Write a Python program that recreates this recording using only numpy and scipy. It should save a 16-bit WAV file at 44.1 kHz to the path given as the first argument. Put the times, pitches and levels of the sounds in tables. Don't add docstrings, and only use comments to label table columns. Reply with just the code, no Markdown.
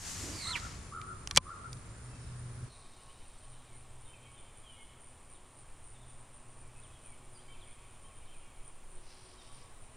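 import sys
import numpy as np
from scipy import signal
from scipy.fft import irfft, next_fast_len
from scipy.io import wavfile
from scipy.ndimage import uniform_filter1d

SR = 44100
rng = np.random.default_rng(int(sys.argv[2]) if len(sys.argv) > 2 else 0)


def field_ratio(decibels):
    return 10 ** (np.asarray(decibels, dtype=float) / 20)


def output_pcm(signal):
    pcm = np.clip(np.atleast_2d(signal).T, -1, 1) * 32767
    wavfile.write(sys.argv[1], SR, np.round(pcm).astype(np.int16))


N = 439236
T = np.arange(N) / SR
SIZE = next_fast_len(N)
LOG_HZ = np.log(np.arange(SIZE // 2 + 1) * SR / SIZE + 1)
CUT_S, THUMP_S, SPOOL_HZ = 2.682, 1.3752, 240

# time in seconds, hiss in dB, low whir relative to it in dB, left minus right in dB.
SPOOL_RUN = [(0.0, -50.5, -5.5, 1), (0.08, -42, -10, 3), (0.388, -48, -3.5, 0), (1.0, -67, 16.5, 5)]
# frequency in Hz, density in dB per Hz.
SPOOL_COLOUR = [(180, -0.5), (300, -3), (526, -10.5), (744, -8), (877, -7.5), (1280, -5), (1390, -8),
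                (1750, -5.5), (3630, -8), (7140, 0), (12100, -16), (14800, -35), (15500, -56)]
# time in seconds, pitch in Hz, level in dB.
LINE_WHISTLE = [(.3, 4900, -66), (.36, 4740, -50), (.435, 4198, -42), (.475, 4140, -37.5),
                (.515, 4174, -37), (.545, 3040, -36.5), (.559, 2400, -25.5), (.572, 2003, -35),
                (.588, 1350, -55)]
# time in seconds, pitch in Hz, level in dB.
GUIDE_SQUEAK = [(.44, 887, -70), (.46, 938, -60), (.5, 1008, -50), (.56, 963, -47), (.59, 954, -63)]
# time in seconds, level in dB.
ROD_SWISH = [(.17, -68), (.22, -52.5), (.29, -48), (.36, -55), (.4, -68)]
# time in seconds, peak in dB, centre in Hz, T60 in seconds, left minus right in dB.
REEL_CLICKS = [(.558, -30, 2350, 0.11, -8), (.565, -37, 7000, 0.014, -1), (.599, -35, 4500, .008, 0),
               (1.0147, -38, 2200, 0.012, -1), (1.274, -23.5, 5600, 0.0026, -2),
               (1.2742, -27, 2300, .006, -.5), (1.3107, -23, 4000, 0.011, 0),
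               (1.311, -32, 1099, 0.0297, -0.5), (1.349, -36, 6000, .012, -5),
               (1.355, -36.5, 4500, .01, -6.5), (1.6466, -49, 5000, .006, 1), (1.73, -34, 5800, 0.0088, 0),
               (1.7704, -47, 3700, .008, 4)]
# time in seconds, peak in dB, centre in Hz, T60 in seconds,
# left minus right in dB.
CLUTCH_LATCH = [(1.3619, -11, 5900, .008, 0), (1.3625, -22, 2500, .008, 0), (1.367, -22, 2300, .014, 0),
                (1.3704, -14, 5500, .016, 0), (1.3736, -1.5, 6300, .007, 0), (1.3739, -7, 2900, .009, 0),
                (1.3742, -19, 1050, .025, 0), (1.3762, -16, 3300, .02, 0)]
# frequency in Hz, level in dB, T60 in seconds.
FRAME_MODES = [(1156, -8, .06), (2380, -6, .025), (3451, -13.5, 0.029), (4760, -15.5, 0.026),
               (6210, -6.5, .014), (7700, -13, .02)]
# frequency in Hz, level in dB, T60 in seconds.
ROD_MODES = [(150, -26.5, .08), (277, -31.5, 0.033), (550, -25.5, 0.039), (1030, -26, 0.089)]
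# time in seconds, level in dB.
CRANK_LEVEL = [(9.0, -82), (9.07, -64), (9.12, -59), (9.15, -67), (9.6, -66.5), (9.72, -76)]
# time in seconds, level in dB.
CAW_TIMES = [
    (.455, -49.5),
    (.92, -46.5),
    (1.46, -48.5),
]
# time from the call in seconds, throat resonance in Hz, level in dB.
CAW_GLIDE = [(-.02, 1108, -41), (0, 1125, -0.5), (.03, 1329, 4), (.06, 1332, 6), (.1, 1207, -3),
             (.14, 1130, -12), (.17, 1108, -45)]
# first buzz in seconds, last buzz in seconds, level in dB.
QUICK_KATYDID_PHRASES = [(.932, 2.767, -64.5), (3.024, 4.017, -65), (4.346, 5.582, -63),
                         (5.859, 7.346, -60.5), (7.664, 8.922, -65), (9.2, 9.75, -78)]
SLOW_KATYDID_PHRASES = [(1.081, 2.392, -62.5), (2.791, 4.74, -62), (5.035, 6.793, -61.5),
                        (7.074, 8.363, -61), (8.668, 9.848, -61)]
QUICK_GAP_S, SLOW_GAP_S = .255, .31
# start in seconds, end in seconds, level in dB.
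QUICK_CRICKET_BOUTS = [(1.45, 2.9, -77)]
SLOW_CRICKET_BOUTS = [(2.75, 4.35, -75), (5.05, 7.3, -78.5), (7.3, 7.8, -80), (8.9, 9.96, -80.5)]
QUICK_TICK_HZ, SLOW_TICK_HZ = 28.4, 19.2
# time in seconds, level in dB.
TREE_CRICKET = [(.6, -65), (1.8, -77.5), (1.92, -69), (2, -71), (2.68, -78), (5, -78), (9.96, -78.5)]
# length in seconds, start pitch over end pitch.
CHIP_KIND = (.05, 1.5)
SLUR_KIND = (0.0453, 1.14)
WAIL_KIND = (.13, 1.2)
RISE_KIND = (0.0394, .84)
PEEP_KIND = (.075, 1.02)
# start in seconds, end pitch in Hz, level in dB.
CHIP_NOTES = [(3.21, 2700, -69), (5.335, 2950, -67), (6.82, 2800, -61.5), (7.6, 2900, -63),
              (8.25, 3000, -69), (8.97, 2850, -72)]
SLUR_NOTES = [(4.05, 3400, -65), (4.36, 3350, -66), (5.94, 3450, -68), (6, 3400, -66), (6.07, 3400, -72),
              (7.34, 4460, -68), (9.38, 3480, -63)]
WAIL_NOTES = [(3.65, 2090, -67), (4.63, 2860, -60), (6.57, 2255, -73), (7.02, 2220, -68)]
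RISE_NOTES = [(2.98, 3090, -67), (3.08, 3150, -64), (7.38, 3500, -64)]
PEEP_NOTES = [(2.1, 2670, -67), (2.68, 4150, -64.5), (2.7, 3900, -67), (4.76, 2147, -63.5),
              (6.75, 2550, -64.5), (7.39, 4120, -74), (8.4, 2800, -69)]
# delay in seconds, length in seconds, start in Hz, end in Hz, level in dB.
SONG_PHRASE = [(0, 0.083, 3130, 3080, -0.5), (0.053, .055, 2850, 2280, -1.5), (0.182, .06, 2280, 2260, -7)]
# start in seconds, level in dB.
SONG_TIMES = [(4.07, -59.5), (7.48, -62), (8.035, -62), (8.27, -66)]
# peak in seconds, level in dB, fading in dB per second, high voices relative in dB.
FLOCK_OUTBURSTS = [(2.68, -69, 2.5, -1), (3.38, -64, 10.5, -2), (4.12, -62.5, 8.5, -6),
                   (6.9, -67.5, 21.5, -8), (7.51, -64, 7.5, -16), (9.09, -68, 5, 4)]
FLOCK_RISE_DB_S, HIGH_FADE_DB_S = 90, 9
# partial number, level in dB.
MEW_PARTIALS = [(4, -73), (5, -72), (6, -73), (7, -69)]
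MEW_S, MEW_HALF_LENGTH_S, MEW_TOP_HZ, MEW_SAG_PER_S2 = 2.16, 0.12, 785, 4.5
# start in seconds, end in seconds, level in dB.
HUM_FIRST = [(1.7, 1.77, -42), (2, 2.68, -47), (3.45, 4.42, -62), (5.95, 7.6, -65.5), (6.4, 6.8, -74),
             (9.5, 9.85, -66)]
HUM_THIRD_BOUTS = [(.95, 1.45, -65.5), (2.4, 2.68, -63), (7.2, 7.7, -73.5), (8.92, 9.1, -67),
                   (9.1, 9.5, -74)]
HUM_FIRST_FLOOR_DB, HUM_THIRD_FLOOR_DB = -71, -76
# frequency in Hz, density in dB per Hz.
CHEST_AIR = [(8.8, -39), (15, -8), (123, 2), (184, -11.5), (685, -24.5), (1340, -23), (3120, -34.5),
             (6480, -35), (8420, -34.5), (9190, -26), (10000, -25), (11000, -85), (13400, -71),
             (14700, -43), (16000, -78)]
# frequency in Hz, side minus mid in dB.
CHEST_SIDE = [(100, -15), (300, -5.5), (1300, -3), (5000, -1), (8200, 0.5), (8500, -25)]
# time in seconds, level in dB.
CHEST_RUMBLE = [(0.0, -54), (0.07, -47.5), (1.34, -47), (1.38, -29), (1.42, -50.5), (2.64, -47.5),
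                (2.68, -51)]
# frequency in Hz, density in dB per Hz.
MEADOW_AIR = [(18, -33), (30, -2), (60, -6), (108, -5.5), (181, -17.5), (305, -18), (997, -17.5),
              (1100, -18), (1560, -24.5), (2630, -25.5), (4650, -33.5), (6790, -33), (8600, -26),
              (11200, -11), (18900, -120)]
# time in seconds, level in dB.
GUSTS = [(2.7, -59.5), (3.12, -53), (5.47, -61), (5.73, -54.5), (6.52, -57.5), (9.07, -50.5), (9.37, -62),
         (9.78, -48.5), (9.96, -62)]
# time in seconds, level in dB.
WILLOW_LEAVES = [(2.68, -67), (3.0, -69), (3.6, -75), (4.2, -95)]


def level_db(table):
    s, db = np.transpose(table)
    return np.where((T < s[0]) | (T > s[-1]), -150., np.interp(T, s, db))


def pitch_and_level(table):
    s, hz, db = np.transpose(table)
    return np.interp(T, s, hz), level_db(np.transpose([s, db]))


def unit(x):
    return x / np.sqrt(np.mean(x ** 2))


def shape(table, closed=False):
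    hz, db = np.transpose(table)
    outside = -200. if closed else None
    return field_ratio(np.interp(LOG_HZ, np.log(hz), db, outside, outside))


def noise(gain):
    real, imaginary = rng.standard_normal((2, len(gain))) * np.sqrt(SIZE / 2)
    return irfft((real + 1j * imaginary) * gain, SIZE)[:N]


def hiss(table):
    return unit(noise(shape(table, closed=True)))


def band(x, hz, width_hz, order=1):
    edges_hz = [max(hz - width_hz / 2, 2), min(hz + width_hz / 2, .45 * SR)]
    return signal.sosfilt(signal.butter(order, edges_hz, "band", fs=SR, output="sos"), x)


def walk(rate_hz):
    held = np.repeat(rng.standard_normal(int(N / SR * rate_hz) + 2), repeats=4)
    smooth = unit(uniform_filter1d(uniform_filter1d(held, size=4), size=4))
    return np.interp(T, np.linspace(0, N / SR, len(smooth)), smooth)


def turns(hz):
    return 2 * np.pi * np.cumsum(hz * np.ones(N)) / SR


def throb(hz, sharp, jitter):
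    return unit(np.exp(sharp * np.cos(turns(hz * (1 + jitter * walk(30))))))


def bursts(table, length_s):
    out = np.zeros(N)
    for s, db in table:
        i = slice(max(int((s - 3 * length_s) * SR), 0), int((s + 3 * length_s) * SR))
        out[i] += field_ratio(db) * np.exp(-((T[i] - s) / length_s) ** 2)
    return out


def bouts(table, edge_s):
    return sum(field_ratio(db) * np.clip(np.minimum(T - start, end - T) / edge_s + .5, 0, 1)
               for start, end, db in table)


def pan(x, db):
    return x * field_ratio(np.array([db / 2, -db / 2]).reshape(2, -1))


def trees(x, t60_s, wet_db, echo_s, echo_db):
    t = T[:int(1.5 * SR)]
    tail = rng.standard_normal((2, len(t))) * 1000. ** (-t / t60_s)
    tail *= field_ratio(wet_db) * np.sqrt(2 * np.log(1000) / (SR * t60_s))
    tail *= 1 + field_ratio(echo_db) * np.exp(-((t - echo_s) / 0.01) ** 2)
    return x + signal.fftconvolve(x[None], tail, axes=1)[:, :N]


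def spool():
    s, *columns = np.transpose(SPOOL_RUN)
    hiss_db, whir_db, pan_db = (np.interp(T, s, column) for column in columns)
    hiss_db = np.where((T < s[0]) | (T > s[-1]), -150., hiss_db)
    out = 0
    for spread in (np.array([[1], [1]]), .5 * np.array([[1], [-1]])):
        run = noise(shape(SPOOL_COLOUR)) * (1 + 0.27 * throb(SPOOL_HZ, 0.83, 0.034))
        low = band(run, 1970, 3700)
        line_hiss = field_ratio(-2.0 + walk(23)) * unit(run - low)
        whir = field_ratio(whir_db + 2.0 + walk(25.1)) * unit(low)
        out = out + spread * (line_hiss + whir)
    coast = np.clip((1 - T) / 0.43, 0, 1)
    return pan(out * field_ratio(hiss_db) * coast, pan_db)


def whistle():
    hz, db = pitch_and_level(LINE_WHISTLE)
    phase = turns(hz * (1 + .03 * walk(500) + .02 * walk(1500)))
    tone = unit(1 + .45 * walk(900)) * np.sin(phase)
    half_gain = field_ratio(-10) * np.clip((hz - 2500) / 1500, 0, 1)
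    half = half_gain * (.8 + .6 * walk(400)) * np.sin(phase / 2)
    double_gain = field_ratio(-7.5) * np.clip((hz - 3000) / 1100, 0, 1)
    double = double_gain * walk(1800) * np.sin(2 * phase)
    line = field_ratio(db + 1.2 * walk(60)) * (tone + half + double) * throb(SPOOL_HZ, .45, .03)
    return pan(line, -3.5)


def guide_squeak():
    hz, db = pitch_and_level(GUIDE_SQUEAK)
    squeak = field_ratio(db + 1.5 * walk(50.0)) * np.sin(turns(hz * (1 + 0.014 * walk(99.4))))
    return pan(squeak, .1)


def rod_swish():
    swish = field_ratio(level_db(ROD_SWISH)) * unit(band(rng.standard_normal(N), 300, 95))
    return pan(swish, -5.0)


def clutch():
    out, t = np.zeros((2, N)), T[:SR // 6]

    def mode(hz, db, t60_s):
        return field_ratio(db) * np.sin(2 * np.pi * hz * t) * 1000. ** (-t / t60_s)

    ring = sum(mode(*row) for row in FRAME_MODES)
    for s, db, hz, t60_s, pan_db in list(REEL_CLICKS) + list(CLUTCH_LATCH):
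        blow = 1000. ** (-t / t60_s) * np.minimum(t / 0.00021, 1)
        mid, side = rng.standard_normal((2, len(t))) * blow
        rattle = band(np.array([mid + .3 * side, mid - .3 * side]), hz, .72 * hz)
        rattle = rattle + field_ratio(-31.5) * signal.fftconvolve(rattle, ring[None], axes=1)[:, :len(t)]
        rattle = band(rattle, 4300, 10060, order=3)
        i = int(s * SR)
        out[:, i:i + len(t)] += pan(rattle * field_ratio(db) / np.abs(rattle.mean(axis=0)).max(), pan_db)
    i = int(THUMP_S * SR)
    out[:, i:i + len(t)] += sum(mode(*row) for row in ROD_MODES)
    return out


def crank():
    gears = hiss([(1500, -8), (2600, -3), (3700, -6), (4800, 2), (5800, -1), (6800, -16)])
    db = level_db(CRANK_LEVEL) + .1 + 2.2 * walk(250) + walk(30)
    return field_ratio(db) * gears * throb(15.5, .15, .2)


def crow():
    caws = np.concatenate([np.array(CAW_GLIDE) + [s, 0, db] for s, db in CAW_TIMES])
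    hz, db = (np.interp(T, caws[:, 0], column) for column in caws.T[1:])
    voice = np.sin(turns(hz * (1 + .035 * walk(250)))) * throb(85, .7, .08)
    return trees(field_ratio(db) * voice * (T < caws[-1, 0]), 1.24, -1.5, 0.143, 12.0)


def buzzes():
    rows = []
    for phrases, gap_s in ((QUICK_KATYDID_PHRASES, QUICK_GAP_S), (SLOW_KATYDID_PHRASES, SLOW_GAP_S)):
        for first, last, db in phrases:
            count = round((last - first) / gap_s) + 1
            rows += [(s, db) for s in np.linspace(first, last, count)]
    return np.array(rows) + [.006, 1.5] * rng.standard_normal((len(rows), 2))


def katydids(buzz_rows):
    wing = [(8400, -38), (8900, -4.0), (9180, 1), (9500, -8), (9900, -27.5)]
    buzz = unit(sum(throb(rate, 1.0, .03) * hiss(wing) for rate in (105, 113)))
    swell = bursts(buzz_rows, 0.033)
    rasp_gain = np.roll(swell, int(.05 * SR)) * field_ratio(-20 + 3.6 * walk(6))
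    rasp_gain = rasp_gain + field_ratio(-82.5 + 4.1 * walk(8)) * (T < CUT_S)
    nearness = field_ratio(np.where(T < CUT_S, 5.0, 0))
    rasp = hiss([(9500, -28), (9900, 6.0), (10150, -5.5), (10350, -6.5), (10500, -45.5)])
    return buzz * (swell * field_ratio(-3.5) + field_ratio(-69.5)) + rasp * rasp_gain * nearness


def crickets():
    chirp = [(7600, -24), (7850, -12), (7960, 3), (8100, 3), (8400, -22)]
    ticks = 0
    for table, hz in ((QUICK_CRICKET_BOUTS, QUICK_TICK_HZ), (SLOW_CRICKET_BOUTS, SLOW_TICK_HZ)):
        ticks = ticks + bouts(table, .08) * throb(hz, 3., .012) * hiss(chirp)
    trill = throb(47, .6, .01) * np.sin(turns(7280 * (1 + 0.00297 * walk(100))))
    return ticks + field_ratio(level_db(TREE_CRICKET)) * unit(trill)


def notes(table):
    out, unsteady = np.zeros(N + SR), np.append(walk(150), np.zeros(SR))
    for s, length_s, start_hz, end_hz, db in table:
        i, t = int(s * SR), T[:int(length_s * SR)]
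        hz = end_hz + (start_hz - end_hz) * (1 - t / length_s) ** 1.4
        hz = hz * (1 + .012 * unsteady[i:i + len(t)])
        swell = np.sqrt(np.sin(np.pi * t / length_s))
        out[i:i + len(t)] += field_ratio(db) * np.sin(2 * np.pi * np.cumsum(hz) / SR) * swell
    return out[:N]


def bird_calls():
    kinds = ((CHIP_KIND, CHIP_NOTES), (SLUR_KIND, SLUR_NOTES), (WAIL_KIND, WAIL_NOTES),
             (RISE_KIND, RISE_NOTES), (PEEP_KIND, PEEP_NOTES))
    single = [(s, length_s, hz * fall, hz, db) for (length_s, fall), rows in kinds for s, hz, db in rows]
    return single + [np.add(note, [s, 0, 0, 0, db]) for s, db in SONG_TIMES for note in SONG_PHRASE]


def mew():
    arch = np.clip(1 - MEW_SAG_PER_S2 * (T - MEW_S) ** 2, .5, 1)
    phase = turns(MEW_TOP_HZ * arch * (1 + .006 * walk(80)))
    swell = np.exp(-((T - MEW_S - .04) / MEW_HALF_LENGTH_S) ** 2)
    return swell * sum(field_ratio(db) * np.sin(k * phase) for k, db in MEW_PARTIALS)


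def flock_db(fade_db_s, high):
    return np.max([db + high * high_db
                   + np.minimum(FLOCK_RISE_DB_S * (T - s), -(fading + fade_db_s) * (T - s))
                   for s, db, fading, high_db in FLOCK_OUTBURSTS], axis=0)


def flock():
    low_db, high_db = flock_db(0, high=0), flock_db(HIGH_FADE_DB_S, high=1)
    out = 0
    for db, low_hz, high_hz in ((low_db - 5.0, 2150, 3150), (high_db - 9, 3500, 3950)):
        s, length, pitch, slide = rng.random((200, 4)).T
        place = .5 * np.round(pitch) + .5 * pitch + 0.202 * (length - .5)
        hz = low_hz + (high_hz - low_hz) * place
        rows = np.transpose([s * N / SR, 0.0288 + 0.054 * length, hz * (1 + .3 * slide), hz, -6 * slide])
        out = out + field_ratio(db) * unit(notes(rows))
    return out


def birds():
    waver = field_ratio(2.5 * walk(70))
    single = (notes(bird_calls()) + field_ratio(-2.5) * mew()) * waver
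    crowd = flock() * waver
    return trees(single + crowd, 1.45, 1.3, 0.108, 0.7) - 0.62 * crowd


def motor():
    first = bouts(HUM_FIRST, 0.09) + field_ratio(HUM_FIRST_FLOOR_DB)
    third = bouts(HUM_THIRD_BOUTS, 0.11) + field_ratio(HUM_THIRD_FLOOR_DB)
    phase = turns(122.5 * (1 + 0.011 * walk(12)))
    partials = ((1, first * field_ratio(-0.04)), (2, field_ratio(-77) + first * field_ratio(-22.5)),
                (3, third), (9, field_ratio(-75.5 + 4.06 * walk(40))))
    return sum(gain * field_ratio(2.6 * walk(12)) * np.sin(k * phase) for k, gain in partials)


def chest_air():
    air = shape(CHEST_AIR) * shape([(8300, -2.0), (8900, -1), (10400, -9.5), (10500, -4)])
    above_rumble = air * shape([(300, -80), (301, 1.5)])
    scale = field_ratio(-57) / np.sqrt(np.mean(above_rumble ** 2))
    air = air * shape([(100, -22), (400, 1)])
    side = noise(air * shape(CHEST_SIDE)) * field_ratio(-1.7)
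    return scale * (noise(air) + np.array([[1], [-1]]) * side)


def chest_rumble():
    low = shape([(15, -6.5), (40, 0.5), (100, 2.5), (200, -9.5), (400, -27.0), (1000, -74)])
    rumble = unit(noise(low)) + field_ratio(-17.5) * np.array([[1], [-1]]) * unit(noise(low))
    return rumble * field_ratio(level_db(CHEST_RUMBLE) - 0.9 + 0.836 * walk(16))


def wind():
    push = unit(noise(shape([(3, -6.0), (12, 1), (22, -1.5), (40, -43), (80, -66)])))
    return field_ratio(level_db(GUSTS) + 2.7) * push


def meadow():
    limits = shape([(20, -34), (35, -3.5), (8600, -3.5), (9600, -4), (9800, -90)])
    return field_ratio(-58.5 + 0.32 * walk(3)) * unit(noise(shape(MEADOW_AIR) * limits))


def leaves():
    return field_ratio(level_db(WILLOW_LEAVES)) * hiss([(3600, 4), (4600, -4), (6500, -7)])


def far_hiss(buzz_rows):
    load = np.roll(bursts(buzz_rows, .06), int(.02 * SR)) * field_ratio(4.0 * walk(4))
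    out = field_ratio(-92.5) * hiss([(13800, 1), (15600, -1.0), (15900, -30)])
    for low_hz, high_hz, limit_db, db in ((9750, 10300, -60, -78), (10300, 11800, -66, -91),
                                          (11800, 12700, -63, -91.5), (12700, 13800, -58, -91.5)):
        spare = uniform_filter1d(1. * (load * field_ratio(2 * walk(20)) < field_ratio(limit_db)), size=600)
        out += field_ratio(db) * spare * hiss([(low_hz, 0), (high_hz, -1)])
    return out


def scene():
    buzz_rows = buzzes()
    life = katydids(buzz_rows) + crickets() + birds() + motor()
    reel = spool() + whistle() + guide_squeak() + rod_swish() + clutch()
    near = reel + crow() + life + chest_air() + chest_rumble()
    far = crank() + life.mean(axis=0) + wind() + meadow() + leaves() + far_hiss(buzz_rows)
    fade = np.clip((T - CUT_S) / 0.021, 0, 1)
    return near * (1 - fade) + far * fade


def roll_off(x):
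    return signal.sosfilt(signal.butter(12, 16560, fs=SR, output="sos"), x)


def record(dry):
    over = np.maximum(np.abs(dry).max(axis=0) - .2, 0)
    pole = np.exp(-1 / (0.015 * SR))
    held = signal.lfilter([1], [1, -pole], np.roll(over, int(.014 * SR)))
    mix = dry / (1 + 0.5 * uniform_filter1d(held, size=500))
    return roll_off(mix)


dry = scene()
out = record(dry)
output_pcm(out)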